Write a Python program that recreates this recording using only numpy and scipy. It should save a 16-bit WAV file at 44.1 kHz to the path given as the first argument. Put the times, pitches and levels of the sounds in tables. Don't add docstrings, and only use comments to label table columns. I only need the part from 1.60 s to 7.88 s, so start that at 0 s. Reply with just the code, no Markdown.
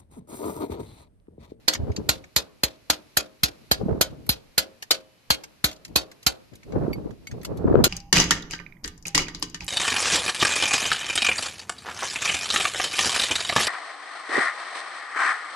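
import sys
import numpy as np
from scipy import signal
from scipy.fft import rfft, irfft, next_fast_len
from scipy.io import wavfile
from scipy.ndimage import map_coordinates

SR = 44100
rng = np.random.default_rng(int(sys.argv[2]) if len(sys.argv) > 2 else 0)


def output_pcm(signal):
    pcm = np.clip(np.atleast_2d(signal).T, -1, 1) * 32767
    wavfile.write(sys.argv[1], SR, np.round(pcm).astype(np.int16))


N = 276948

# (pitch [Hz], level [dB], base ring time [s])
PUNCH_TONES = [(2200, -5, 0.058), (4103, -2.5, 0.017), (4616, -5, 0.067), (6420, -9, 0.051),
               (8300, -15.5, 0.08), (9680, -6.5, 0.025), (11500, 5, 0.048)]


def amp(db):
    return 10 ** (np.asarray(db) / 20)


def unit(x):
    return x / np.sqrt(np.mean(x ** 2) + 1e-20)


def fade(t, ring_time):
    return amp(-60 * t / ring_time)


def along(points, hz):
    freqs, values = np.transpose(points)
    return np.interp(np.log(hz + 1), np.log(freqs + 1), values)


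def wobble(rate, size):
    return map_coordinates(rng.standard_normal(int(size * rate) + 4), [np.arange(size) * rate])


def filtered(x, gain):
    size = next_fast_len(x.shape[-1] + 8192)
    return irfft(rfft(x, size) * gain(np.fft.rfftfreq(size, 1 / SR)), size)[..., :x.shape[-1]]


def coloured(x, colour):
    return filtered(x, lambda hz: amp(along(colour, hz)))


def dying_noise(ring_times, stretch, size, channels):
    hz, t, spectrum = signal.stft(rng.standard_normal((channels, size)), SR, nperseg=128)
    life = np.clip(stretch * along(ring_times, hz), .005, 3)[:, None]
    return signal.istft(spectrum * fade(t, life), SR, nperseg=128)[1][:, :size]


def ringing(tones, stretch, t, scatter_db):
    hz, db, ring_time = np.transpose(tones)[:, :, None]
    level_luck, phase_luck = rng.standard_normal((2, len(tones), 1))
    wander = 1.2 * np.array([wobble(4.7 / (life * SR), len(t)) for life in ring_time[:, 0]])
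    waves = np.sin(2 * np.pi * hz * t + 3 * phase_luck + wander)
    return np.sum(amp(db + scatter_db * level_luck) * fade(t, stretch * ring_time) * waves, axis=0)


def place(out, sound, start, spread):
    lead = 1024
    sound = np.pad(sound, ((0, 0), (lead, 0)))
    size = sound.shape[1]
    bins = size // 2 + 1
    phase = spread * np.array([wobble(45 / bins, bins), wobble(45 / bins, bins)])
    pair = irfft(rfft(sound) * np.exp(1j * phase), size)
    at = round(start * SR) - lead
    out[:, at:at + size] += pair[:, :N - at]


def hiss():
    # (frequency [Hz], level [dB])
    colour = [(24, -51.5), (40, -5), (115, 1.5), (146, -2.5), (535, -9), (1460, -14), (2560, -11),
              (3190, -15), (3430, -15.5), (4170, -13), (8900, -25.5), (11900, -20), (13800, -35.5)]
    # (frequency [Hz], likeness [0 to 1])
    likeness = [(60, .5), (200, 0.22), (700, 0.13), (13000, 0.024)]

    def split(hz):
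        angle = np.arccos(along(likeness, hz)) / 2
        return amp(along(colour, hz)) * [np.cos(angle), np.sin(angle)]

    mid, side = filtered(rng.standard_normal((2, N)), split)
    level_db = -59.5 + wobble(4 / SR, N)
    return amp(level_db) * unit(np.array([mid + side, mid - side]))


def wind():
    # (time [s], level [dB])
    gusts = [(0.1, -57.5), (0.24, -28), (0.31, -28), (0.349, -44.5), (0.41, -34.5), (0.48, -38.5),
             (0.6, -49.5), (0.74, -67), (1.9, -75), (2.02, -50), (2.1, -64), (2.2, -33), (2.33, -25.5),
             (2.461, -43), (2.681, -45), (2.8, -51.5), (2.92, -77.5), (4.199, -81), (4.31, -37.5),
             (4.45, -56), (4.601, -76.5), (4.879, -67.5), (4.93, -45), (4.99, -61.5), (5.16, -25),
             (5.28, -28), (5.45, -33.5), (5.6, -49), (5.69, -45.5), (5.738, -40), (5.93, -33.5),
             (6.05, -27.5), (6.16, -18.5), (6.28, -30)]
    # (frequency [Hz], level [dB])
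    rumble_colour = [(12, -51.5), (20, -24), (56, -0.5), (143, -0.5), (306, -5), (526, -18), (576, -16),
                     (1500, -48), (1950, -73.5), (3300, -120)]
    # (frequency [Hz], level [dB])
    flutter_colour = [(59, -44.5), (100, -11), (151, -17), (304, -11), (422, 2), (474, -3), (1370, -24),
                      (5000, -68), (6500, -101), (11000, -120)]
    brisk_db, flutter_growth = -30, 1.3
    wind_db = np.interp(np.arange(N) / SR, *np.transpose(gusts))
    flutter_db = brisk_db - 4.5 + flutter_growth * (wind_db - brisk_db)
    swirls_db = 2.2 * (wobble(32 / SR, N) + np.array([wobble(40 / SR, N), wobble(40 / SR, N)]))
    spikes_db = 4 * np.array([wobble(140 / SR, N), wobble(140 / SR, N)])
    noise = rng.standard_normal((2, 2, N))
    rumble = unit(coloured(noise[0] * amp(swirls_db), rumble_colour))
    flutter = unit(coloured(noise[1] * amp(1.3 * swirls_db + spikes_db), flutter_colour))
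    return amp(wind_db) * rumble + amp(flutter_db) * flutter


def puffs():
    # (time [s], peak level [dB], pitch [Hz], left over right [dB])
    swirls = [(0.194, -22.5, 80, 0), (0.228, -21.5, 90, -3), (0.294, -17, 83.4, -3.5),
              (0.384, -21.5, 265, -3), (2.232, -19, 179, 2), (2.259, -14, 204, -3), (2.284, -18, 504, 3.5),
              (2.317, -18.5, 86.1, -2), (2.348, -19.5, 355, -6), (5.16, -14.5, 330, 2.5),
              (5.28, -13, 346, -3), (5.458, -19.5, 310, 4), (5.725, -26.5, 130, 4), (6.043, -15, 357, -4),
              (6.053, -7, 254, 1), (6.111, -5, 302, 2.5), (6.142, -4.5, 420, -5.5), (6.154, -5, 439, 18.5),
              (6.168, -25, 247, -2), (6.191, -9.5, 406, -0.5), (6.267, -13, 333, 2)]
    out, t = np.zeros((2, N + SR)), np.arange(SR // 20) / SR
    for start, db, hz, pan_db in swirls:
        age = t * hz / 0.8
        swell = (age * np.exp(1 - age)) ** 2
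        swing = np.sin(2 * np.pi * hz * t + rng.uniform(0, 2 * np.pi, (2, 1)))
        sides = amp([[db + pan_db / 2], [db - pan_db / 2]])
        at = round(start * SR)
        out[:, at:at + len(t)] += sides * swell * swing
    return out[:, :N]


def yard_echo(x):
    # (frequency [Hz], base ring time [s])
    ring_times = [(300, 0.99), (1500, .4), (5000, 0.2), (12000, 0.067)]
    tail = dying_noise(ring_times, stretch=0.85, size=SR // 2, channels=2)
    return signal.fftconvolve(x, tail / np.linalg.norm(tail[0]), axes=1)[:, :N]


def punch_ticks():
    # (time [s], level [dB], body boost [dB], treble boost [dB])
    touches = [(0.1363, -15, -7, -13.5), (0.1517, -21, 4, -23.5), (0.3186, -42.5, 7, -28.5),
               (0.3646, -25.5, -3.5, -21), (0.6412, -42.5, 9.5, -19), (0.7848, -20.5, -11.5, -15.5),
               (1.3323, -25, -1.5, -17), (2.6657, -47.5, 6, 4.5), (3.2256, -26.5, 5.5, -9),
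               (3.744, -38, -7, -18.5), (3.8385, -29, 3, -13.5), (4.1139, -32.5, 0, -14.5),
               (4.1294, -37, -4, -9), (4.1622, -43.5, -16, -15), (4.2505, -29, -6.5, -12.5),
               (4.2807, -48, 2, -6), (4.5156, -39, 8, -11.5), (4.6299, -38.5, -0.5, -7.5),
               (4.935, -47.5, 9, -19.5), (4.9551, -42.5, -3, -4.5), (5.033, -47, 7.5, -16.5),
               (5.1224, -42.5, 10.5, -24), (5.5079, -47, 9, -18), (5.7136, -36, 6.5, -14.5),
               (5.8145, -41.5, -3, -22.5), (5.8324, -43.5, 10, 1), (5.8499, -25, 0, -7.5),
               (5.9733, -41.5, -3, -7.5)]
    out, t = np.zeros((2, N)), np.arange(SR // 4) / SR
    for start, db, body_db, treble_db in touches:
        colour = [(300, body_db - 10.5), (1800, body_db), (3000, 0), (7000, 0), (9000, treble_db)]
        scratch = rng.standard_normal(len(t)) * fade(t, 0.053)
        ring = amp(-8) * ringing(PUNCH_TONES, 0.5, t, scatter_db=5)
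        place(out, amp(db) * coloured(scratch + ring, colour)[None], start, spread=2.2)
    return out


def punch_clinks():
    # (time [s], level [dB])
    knocks = [(5.3318, -35), (5.672, -33)]
    # (frequency [Hz], level [dB])
    colour = [(600, -6.5), (2200, 5), (4400, 0.5), (8500, -7.5), (9300, -22.5)]
    out, t = np.zeros((2, N)), np.arange(SR // 4) / SR
    for start, db in knocks:
        ring = ringing(PUNCH_TONES, 1.0, t, scatter_db=4.5)
        scratch = 0.73 * rng.standard_normal(len(t)) * fade(t, 0.04)
        place(out, amp(db) * coloured(ring + scratch, colour)[None], start, spread=2.2)
    return out


def ground_thud(t):
    cycles = 60 * t + 1.1 * (1 - np.exp(-t / 0.0039))
    return np.sin(2 * np.pi * cycles) * fade(t, 0.11)


def hub_knock(t):
    burst = rng.standard_normal(len(t)) * fade(t, 0.0043)
    return unit(filtered(burst, lambda hz: (hz / 450) ** 2 / (1 + (hz / 600) ** 4)))


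def spoke_ring(t):
    # (pitch [Hz], level [dB], base ring time [s])
    tones = [(307, 3.5, 0.27), (531, -0.5, .4), (630, -1, 0.39), (747, -7.5, 0.19)]
    return ringing(tones, 0.92, t, scatter_db=2.5)


def cap_rattle(t):
    # (frequency [Hz], level [dB])
    colour = [(410, -30), (700, -4.5), (1200, -5.5), (1440, -0.5), (1810, -4), (4280, 1.5), (8820, -15),
              (11500, -14), (13000, -16.5), (13800, -42.5)]
    count, size = 100, SR // 4
    chatter = amp(3 * wobble(120 / SR, len(t))) * fade(t, 0.18) * (1 - np.exp(-t / 0.015))
    tones = np.transpose([rng.uniform(900, 13000, count), rng.normal(0, 3, count), np.full(count, .3)])
    shiver = 1.4 * rng.standard_normal((2, size)) + unit(ringing(tones, 1.0, t[:size], scatter_db=1))
    shiver = np.pad(shiver, ((0, 0), (0, len(t) - size)))
    return unit(coloured(shiver * chatter, colour))


def steel_clang(t, broad_db, treble_db, stretch, bite_hz):
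    # (pitch [Hz], level [dB], base ring time [s])
    tones = [(1418, 0.5, 0.11), (2545, -9.5, 0.1), (2910, -13, 0.041), (3226, -13.5, 0.15),
             (3980, -8.5, 0.059), (4280, -1, 0.067), (4470, -4.5, 0.11), (4980, -9, 0.07),
             (5840, -11, 0.048), (6370, -8.5, 0.074), (6820, -16, 0.033), (7260, -8, 0.085),
             (8170, 0.5, 0.082), (9260, -19.5, .07), (9860, -19, .08), (11500, -16.5, 0.069),
             (11700, -9, .05), (12130, -11, 0.056)]
    # (frequency [Hz], level [dB])
    dense_colour = [(120, -32.5), (200, -19), (1160, -8.5), (1410, -4.5), (2040, -8), (3180, -8.5),
                    (3600, -11.5), (4140, -2.5), (5800, -13), (6450, -3.5), (10100, -13.5), (12200, 0),
                    (13800, -36)]
    # (frequency [Hz], base ring time [s])
    ring_times = [(250, 0.59), (600, 0.31), (1200, 0.057), (3000, 0.074), (4400, 0.07), (7000, 0.095),
                  (12000, 0.059)]
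    # (frequency [Hz], level [dB])
    broad_colour = [(1000, -5), (3000, 0.5), (5800, -0.5), (8500, -8.5), (9500, -2.5)]
    shared, left, right = dying_noise(ring_times, stretch, size=len(t), channels=3)
    crack = rng.standard_normal(len(t)) * fade(t, 0.0059)
    dense = coloured(shared + 0.86 * np.array([left, right]) + crack, dense_colour)
    steel = unit(dense) + amp(5) * ringing(tones, stretch, t, scatter_db=4)
    broad = [(hz, db + broad_db + treble_db * (hz > 9000)) for hz, db in broad_colour]
    colour = sorted(broad + [(3000, 0), (5300, 0)])
    bite = lambda hz: 1 + 0.55 / (1 + ((hz - bite_hz) / 450) ** 2)
    attack = 1 - np.exp(-t / 0.00021)
    return unit(filtered(steel, lambda hz: amp(along(colour, hz)) * bite(hz)) * attack)


def hammer():
    # (time [s], strength [dB], thud [dB], hub knock [dB], broad clang boost [dB],
    # extra treble [dB], ring time stretch [factor], bite pitch [Hz])
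    blows = [(0.0814, -9.5, -45, -42.5, -7, -3, 0.79, 4220), (0.4913, -11, -23.5, -42, 0, -3, 0.78, 4220),
             (0.7633, -11, -23.5, -45, 0.5, -1, 0.92, 4310),
             (1.0355, -12, -23, -43.5, 0.5, 0.5, 0.72, 4300),
             (1.3009, -11, -30, -39, -0.5, -2.5, 0.69, 3990), (1.571, -11, -27.5, -43, 1.5, 1, 0.74, 4470),
             (1.8349, -10.5, -21, -39.5, -2.5, -1, 0.74, 4010),
             (2.1147, -11, -20, -35.5, -4.5, 1.5, 0.82, 4220), (2.412, -10.5, -27, -37, 1, 1, 0.87, 4520),
             (2.6928, -12, -19, -45, -5, 8, 1.13, 4420), (2.9802, -10, -32.5, -43.5, -2, 2, 0.91, 4280),
             (3.3097, -9, -43, -44, -5.5, -3, 0.8, 4800), (3.705, -9.5, -23.5, -39, -3, -1.5, 1.01, 4300),
             (4.0429, -11.5, -20.5, -41, 0, 1, 1.1, 3970), (4.3595, -10, -24.5, -39.5, 1.5, 0, 1.01, 3990),
             (4.666, -10, -22, -48, -1, -0.5, 0.88, 4505), (6.2411, -8.5, -22, -39.5, 2.5, -2, 0.92, 4250)]
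    out, t = np.zeros((2, N)), np.arange(SR // 2) / SR
    for start, db, thud_db, knock_db, broad_db, treble_db, stretch, bite_hz in blows:
        clang = amp(db - 19) * steel_clang(t, broad_db, treble_db, stretch, bite_hz)
        knock = amp(knock_db) * hub_knock(t)
        rattle = amp(db - 31.5) * cap_rattle(t)
        spokes = amp(db - 28.5) * spoke_ring(t)
        place(out, clang + knock + rattle + spokes, start, spread=1.84)
        place(out, amp(thud_db) * ground_thud(t)[None], start, spread=0.34)
    return out


def scene():
    work = hammer() + punch_ticks() + punch_clinks()
    return work + amp(-26.5) * yard_echo(work) + wind() + puffs() + hiss()


def record(dry):
    ceiling, top_hz = 0.9, 13980
    soft = dry / (1 + np.abs(dry / ceiling) ** 6) ** (1 / 6)
    return filtered(soft, lambda hz: hz < top_hz)


dry = scene()
out = record(dry)
output_pcm(out)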